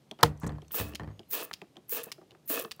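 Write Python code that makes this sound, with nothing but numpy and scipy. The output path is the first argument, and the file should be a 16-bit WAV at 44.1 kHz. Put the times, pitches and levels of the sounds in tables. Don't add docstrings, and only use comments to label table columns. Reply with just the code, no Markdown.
import sys
import numpy as np
from scipy import signal
from scipy.fft import rfft, irfft
from scipy.io import wavfile
from scipy.ndimage import uniform_filter1d

SR = 44100
rng = np.random.default_rng(int(sys.argv[2]) if len(sys.argv) > 2 else 0)


def master(y):
    cut = np.clip(np.atleast_2d(y).T, -1, 1)
    pcm = np.round(cut * 32767)
    wavfile.write(sys.argv[1], SR, pcm.astype(np.int16))


def voltage_ratio(decibels):
    exponent = np.asarray(decibels, float) / 20
    return 10 ** exponent


N = 123479

# time in seconds, level in dB.
PRESSURE = [
    [(.706, -73), (.7172, -58), (.7182, -32), (.734, -38.5), (.75, -31.5), (.806, -37.5), (.83, -47),
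     (.87, -60), (.94, -80)],
    [(1.284, -67), (1.3045, -43), (1.3055, -36.5), (1.316, -36), (1.3175, -38), (1.335, -30), (1.41, -49),
     (1.452, -48), (1.47, -80)],
    [(1.882, -63), (1.889, -50.5), (1.895, -36), (1.922, -30.5), (1.97, -37), (2.012, -63), (2.026, -79),
     (2.045, -53), (2.11, -76)],
    [(2.456, -58), (2.4755, -53), (2.4765, -39.5), (2.504, -32), (2.546, -34), (2.584, -47), (2.62, -40),
     (2.63, -54), (2.7, -82)],
]
# time in seconds, level in dB.
LANDING = [
    [(.735, -66), (.745, -46), (.8, -37.5), (.85, -51.5), (.94, -67)],
    [(1.32, -67), (1.331, -40.5), (1.42, -40.5), (1.432, -51.5), (1.5, -71)],
    [(1.912, -93.5), (1.924, -47.5), (1.98, -42), (2.018, -47), (2.03, -61), (2.11, -67.5)],
    [(2.492, -86), (2.502, -39.5), (2.545, -41.5), (2.6, -41), (2.675, -74.5), (2.685, -67.5)],
]
DRUM_DB = [-4.5, -3, -3, 0.5]
# frequency in Hz, level in dB.
NOZZLE = [(900, -51.5), (1500, -20), (4000, -22.5), (9800, -14.5), (11500, -12), (14900, -2), (15800, -2),
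          (16500, -26)]
# frequency in Hz, level in dB.
SPLASH = [(150, -32), (260, -8), (441, -2), (2230, -12.5), (2530, -4.5), (5380, -13), (12000, -15.5),
          (15600, -49), (22000, -120)]
# frequency in Hz, width in Hz, level in dB.
CAP = [(291.2, 75, -6.5), (443.5, 93, 1.5), (648, 39, -6), (1144, 310, -3), (1722, 140, -5.5),
       (2602, 140, -4), (3050, 267, -16.5)]
# start in seconds, level in dB, pitch in Hz, T60 in seconds.
SLUGS = [(1.925, -29.5, 458, 0.046), (1.98, -40, 440, 0.033), (1.998, -33, 460, 0.046),
         (2.017, -39, 464, 0.048), (2.067, -36, 458, 0.032), (2.499, -36.5, 620, 0.046),
         (2.503, -27, 304, 0.056), (2.514, -34.5, 433, 0.16), (2.538, -28, 530, 0.045),
         (2.565, -49, 680, 0.038), (2.595, -24.5, 503, 0.041), (2.619, -32.5, 390, 0.042),
         (2.636, -40, 457.5, 0.14), (2.655, -38.5, 430, 0.11)]
# start in seconds, level in dB.
SPITS = [(0.399, -30), (0.465, -27), (.7435, -17), (0.885, -29), (.894, -30), (1.413, -25.5), (1.4432, -22),
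         (1.4297, -15.5), (1.4358, -18), (1.4485, -17), (1.894, -15.5), (2.033, -15.5), (2.0375, -13.5),
         (2.042, -17), (2.0587, -23), (2.095, -45), (2.4769, -24.5), (2.483, -27), (2.4857, -35),
         (2.4994, -11), (2.54, -11.5), (2.593, -11), (2.5965, -9), (2.609, -17), (2.624, -18),
         (2.6387, -23), (2.655, -30), (2.659, -31), (2.673, -41), (2.685, -44), (2.7621, -36.5)]
# start in seconds, level in
# dB, pitch in Hz, low thud in dB above the tick.
TICKS = [(0.112, -27.5, 3280, -13), (0.1893, -44, 3020, -9.5), (.209, -40.5, 4560, -16),
         (0.2601, -27.5, 1980, -17), (0.3747, -52, 6170, -24), (0.6191, -43.5, 3200, -4),
         (0.647, -55, 2800, -10), (0.6814, -47, 6100, -38), (1.2318, -55.5, 2940, -17),
         (.7075, -41.5, 1210, -22), (0.7118, -38, 3050, -16), (0.719, -43, 3000, -30),
         (0.744, -28, 1210, -16), (0.9359, -39, 2820, -6.5), (1.1933, -35.5, 3250, -8),
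         (1.5121, -25, 1190, -27), (1.6165, -34, 2590, -6.5), (1.644, -52, 1290, -26),
         (1.757, -52, 2840, -1), (1.7677, -37, 3185, -6), (2.0673, -47.5, 1530, 3), (2.181, -55, 1310, 5.5),
         (2.2145, -46, 1180, -1), (2.3076, -41.5, 2910, -24.5), (2.3166, -47, 3000, -2),
         (2.3495, -43.5, 1225, -12.5), (2.6496, -29, 1100, -13.5), (2.6476, -32.5, 3100, -34),
         (2.7954, -33, 1180, -7)]
# frequency in Hz, width in Hz, level in dB.
THUD = [(215, 73, -4), (343.7, 160, -1), (575, 270, -7)]
# start in seconds, level in dB, gap between taps in seconds,
# second tap in dB, third tap in dB.
RETURNS = [
    (.949, -32.5, 0.0045, 6.5, -3.5),
    (1.5316, -30, 0.0053, 4, -11),
    (2.117, -27, 0.0055, -1.5, -19),
    (2.711, -33, 0.0048, 7, -1),
]
# frequency in Hz, level in dB.
RETURN = [(500, -10), (1200, -7.5), (3000, 1), (5200, 0.5), (7500, -9), (16000, -15.5)]
# start in seconds, length in seconds.
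SCUFF_TIMES = [(.19, .04), (.405, .055), (.415, .03), (.465, .017)]
# level in dB, centre in Hz, width in Hz.
SCUFF_TONES = [
    (-46.5, 790, 1000),
    (-62.5, 6900, 2900),
    (-48.5, 940, 560),
    (-48.5, 7000, 3100),
]
# start in seconds, length in seconds, level in dB,
# top pitch in Hz, arch depth in Hz.
REFILLS = [(.62, 0.12, -81, 4350, 40), (.62, 0.07, -80, 11750, 600), (1.095, 0.13, -78, 6600, 50),
           (1.255, 0.056, -79.5, 4200, 150), (1.09, .11, -87, 14000, 700)]
# frequency in Hz, level in dB, T60 in seconds.
KNOCK = [(470, -9, 0.12), (702, -9.5, 0.037), (842, -2, 0.04), (1030, -7, 0.025), (1250, -5, 0.018),
         (1620, -5.5, 0.01), (2100, -13, .01), (2810, -2, .012), (3450, -1.5, 0.0077), (4240, -5.5, 0.011)]
# start in seconds, click in dB, boom in dB.
BUMPS = [(0.4335, -35.5, -30.5), (0.4425, -31.5, -32), (0.4648, -36.5, -29.5), (0.493, -34, -37),
         (0.503, -42, -37.5), (0.5198, -40.5, -50), (.530, -49, -50.5), (0.552, -51, -60),
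         (0.559, -52, -56), (0.5835, -43, -49.5), (0.7978, -32, -36.5), (.808, -45, -33), (.848, -48, -41),
         (0.891, -48, -44), (0.997, -30.5, -36), (1.006, -40, -40), (1.0163, -54, -40),
         (1.0338, -38.5, -42), (1.0444, -45, -44.5), (1.0754, -43, -42), (1.0871, -49, -46),
         (1.103, -52.5, -49.5), (1.113, -52, -52.5)]
# frequency in Hz, level in dB, T60 in seconds.
BOTTLE = [(701, 0, .03), (1080, 0.5, .025), (1800, -3, 0.056), (3130, -7.5, 0.015), (4350, -8.5, 0.017)]
# frequency in Hz, width in Hz, level in dB.
BASIN = [(72, 6.1, -2), (102, 15, 3), (149.8, 7.9, -3), (203, 19, -10.5), (297.2, 5.7, -11),
         (427, 90, -16.5), (850, 440, -24), (1880, 68, -20.5)]
# frequency in Hz, level in dB.
FLOOR = [(15, -50.5), (25, -16.5), (138, 3.5), (483, -5), (1600, -20), (2980, -19.5), (4020, -21),
         (14800, -31.5), (16500, -46.5)]

KNOCK_S = 0.23206
HIT = 6000
LONG_HIT = 12000


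def evened(x):
    return x / np.sqrt(np.mean(x ** 2) + 1e-20)


def add(mix, s, sound):
    part = mix[round(s * SR):][:len(sound)]
    part += sound[:len(part)]


def colour(x, points):
    f, db = np.transpose(points)
    hz = np.fft.rfftfreq(len(x), 1 / SR)
    gain = voltage_ratio(np.interp(np.log(hz + 1), np.log(f + 1), db))
    return evened(irfft(rfft(x) * gain, len(x)))


def resonate(x, hz, width):
    turn = np.exp(2j * np.pi * np.cumsum(hz * np.ones(len(x))) / SR)
    r = np.exp(-np.pi * width / SR)
    return 2 * (turn * signal.lfilter([1 - r], [1, -r], x / turn)).real


def band(x, hz, width):
    return evened(resonate(resonate(x, hz, width), hz, width))


def body(x, peaks):
    return evened(sum(voltage_ratio(db) * band(x, hz, width) for hz, width, db in peaks))


def dying(t60, rise_s=0.00017, size=HIT):
    t = np.arange(size) / SR
    return np.minimum(t / rise_s, 1) * voltage_ratio(-60 * t / t60)


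def ring(modes, rise_s, sag=0):
    t = np.arange(HIT) / SR
    settle_s = 0.0024
    t = t + sag * settle_s * (1 - np.exp(-t / settle_s))
    out = np.zeros(HIT)
    for k, (hz, db, t60) in enumerate(modes):
        out += (-1) ** k * voltage_ratio(db) * dying(t60, rise_s) * np.sin(2 * np.pi * hz * t)
    return out


def grains(per_s, spread_db, size):
    strength = voltage_ratio(spread_db * np.minimum(rng.exponential(1, size), 4))
    sign, noise = np.sign(rng.standard_normal(size)), rng.standard_normal(size)
    return evened(strength * (rng.random(size) < per_s / SR) * sign) + 1.1 * noise


def nozzle_jet(size):
    t = np.arange(size) / SR
    fizz_per_s, fizz_spread_db = 2900, 0.5
    hiss = colour(grains(fizz_per_s, fizz_spread_db, size), NOZZLE) * np.clip(t / 0.045, 0.25, 1)
    air = grains(fizz_per_s, fizz_spread_db, size)
    low_hz, top_hz, climb_s = 11600, 15240, 0.013
    whistle_hz = top_hz - (top_hz - low_hz) * np.exp(-(t / climb_s) ** 2)
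    whistle = voltage_ratio(-3.5) * band(air, whistle_hz, 850)
    orifice = voltage_ratio(-15) * band(air, 11980, 1200)
    wobble = uniform_filter1d(uniform_filter1d(rng.standard_normal(size), 90), 90)
    sputter_db = 2.1 * evened(wobble)
    return evened((hiss + whistle + orifice) * voltage_ratio(sputter_db))


def squirt(pressure, landing, drum_db):
    size = 13000
    t = pressure[0][0] + np.arange(size) / SR
    hiss = voltage_ratio(np.interp(t, *np.transpose(pressure), left=-110, right=-110))
    wet = voltage_ratio(np.interp(t, *np.transpose(landing), left=-110, right=-110))
    splash = colour(grains(890, 3, size), SPLASH)
    drum = body(grains(90, 5.5, size), CAP)
    drum_level = wet.max() * (wet / wet.max()) ** 0.51
    return hiss * nozzle_jet(size) + wet * splash + voltage_ratio(drum_db) * drum_level * drum


def slugs():
    out = np.zeros(N)
    for s, db, hz, t60 in SLUGS:
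        add(out, s, ring([(hz, db, t60)], 0.003, sag=0.12))
    return out


def spits():
    out = np.zeros(N)
    for s, db in SPITS:
        puff = band(rng.standard_normal(HIT), 12900, 6400)
        add(out, s, voltage_ratio(db - 13.5) * dying(0.011, 0.0012) * puff)
    return out


def trigger_ticks():
    out = np.zeros(N)
    for s, db, hz, low_db in TICKS:
        a, b = rng.standard_normal((2, HIT))
        q = 0.87
        tick = band(a, hz, hz / q) + voltage_ratio(-27.5) * a + 0.16 * band(b, 3200, 3000)
        add(out, s, ring([(hz, db - 3.5, 0.011)], 0.0003))
        add(out, s, voltage_ratio(db - 5.5) * dying(0.013, 0.0012) * tick)
        add(out, s, voltage_ratio(db + low_db + 3) * dying(0.081, 0.004) * body(b, THUD))
    return out


def trigger_returns():
    out = np.zeros(N)
    shape = dying(0.017, 0.00048) + voltage_ratio(-29) * dying(0.13)
    for s, db, gap, second_db, third_db in RETURNS:
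        for k, tap_db in enumerate([0, second_db, third_db]):
            tap = colour(rng.standard_normal(HIT), RETURN)
            add(out, s + k * gap, voltage_ratio(db + tap_db - 3.5) * shape * tap)
    return out


def finger_scuffs():
    out, t = np.zeros(N), np.arange(HIT) / SR
    for (s, length), (db, hz, width) in zip(SCUFF_TIMES, SCUFF_TONES):
        shape = np.clip(np.minimum(t / 0.002, (length - t) / 0.0051), 0, 1)
        add(out, s, voltage_ratio(db) * shape * band(grains(2600, 2, HIT), hz, width))
    return out


def pump_refills():
    out, t = np.zeros(N), np.arange(HIT) / SR
    for s, length, db, top_hz, arch_hz in REFILLS:
        shape = np.clip(np.minimum(t, length - t) / 0.016, 0, 1)
        arch = arch_hz * (1.6 - 2.6 * t / length) ** 2 / 2.56
        shake = 40 * uniform_filter1d(rng.standard_normal(HIT), 100)
        add(out, s, voltage_ratio(db) * shape * np.sin(2 * np.pi * np.cumsum(top_hz - arch + shake) / SR))
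    return out


def knock():
    out = np.zeros(N)
    knock_db = 2
    # delay in seconds, level in dB, ring in dB, rise in seconds.
    contacts = [(-0.0025, -6, -12.5, 0.0015), (-0.0008, 0, -8, 0.0012), (0.0022, -14, 5, 0.0012)]
    for delay, db, ring_db, rise_s in contacts:
        a, b = rng.standard_normal((2, HIT))
        crack = evened(resonate(a, 0, 6010)) + 0.3 * b
        add(out, KNOCK_S + delay, voltage_ratio(knock_db + db + ring_db) * ring(KNOCK, rise_s, sag=0.3))
        add(out, KNOCK_S + delay, voltage_ratio(knock_db + db - 2) * dying(0.007, rise_s) * crack)
    tail = evened(resonate(rng.standard_normal(LONG_HIT), 600, 1900))
    add(out, KNOCK_S, voltage_ratio(knock_db - 29) * dying(0.13, 0.004, LONG_HIT) * tail)
    return out


def basin():
    out, push = np.zeros(N), np.zeros(N)
    push_shape = dying(0.026, 0.002, LONG_HIT) + voltage_ratio(-12) * dying(0.32, size=LONG_HIT)
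    for s, click_db, boom_db in BUMPS + [(KNOCK_S, -99, -20)]:
        a, b = rng.standard_normal((2, LONG_HIT))
        click = band(a, 1840, 970) + 1.6 * resonate(a, 2400, 3800) * dying(0.0075, size=LONG_HIT)
        add(out, s, voltage_ratio(click_db - 13.5) * dying(0.012, size=LONG_HIT) * click)
        modes = [(hz * (1 + 0.05 * a[k]), db + 2.8 * b[k], t60) for k, (hz, db, t60) in enumerate(BOTTLE)]
        add(out, s, voltage_ratio(click_db - 8) * ring(modes, 0.00064))
        add(push, s, voltage_ratio(boom_db) * b * push_shape)
    push = signal.sosfilt(signal.butter(2, 1440, fs=SR, output="sos"), push)
    for hz, width, db in BASIN:
        out += voltage_ratio(db + 22.5) * resonate(push, hz, width) * 10 / np.sqrt(width)
    return out


def room(x):
    tail = rng.standard_normal(LONG_HIT) * dying(0.35, 0.005, LONG_HIT)
    return voltage_ratio(-20) * signal.fftconvolve(x, tail / np.linalg.norm(tail))[:N]


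def floor():
    a, b = rng.standard_normal((2, N))
    return voltage_ratio(-65) * colour(a, FLOOR) + voltage_ratio(-73) * evened(resonate(b, 160, 12))


def scene():
    near = slugs() + spits() + trigger_ticks() + trigger_returns() + finger_scuffs() + pump_refills()
    for pressure, landing, drum_db in zip(PRESSURE, LANDING, DRUM_DB):
        add(near, pressure[0][0], squirt(pressure, landing, drum_db))
    return (near + room(near) + knock() + basin() + floor())[None]


def roll_off(x):
    return signal.sosfilt(signal.butter(12, 16990, fs=SR, output="sos"), x)


def record(dry):
    x = signal.sosfilt(signal.butter(4, 52, "high", fs=SR, output="sos"), dry)
    limit = 1.3
    x = limit * np.tanh(x / limit)
    x = signal.oaconvolve(x, signal.firwin(255, 15900, fs=SR)[None], "same")
    return roll_off(x)


dry = scene()
out = record(dry)
master(out)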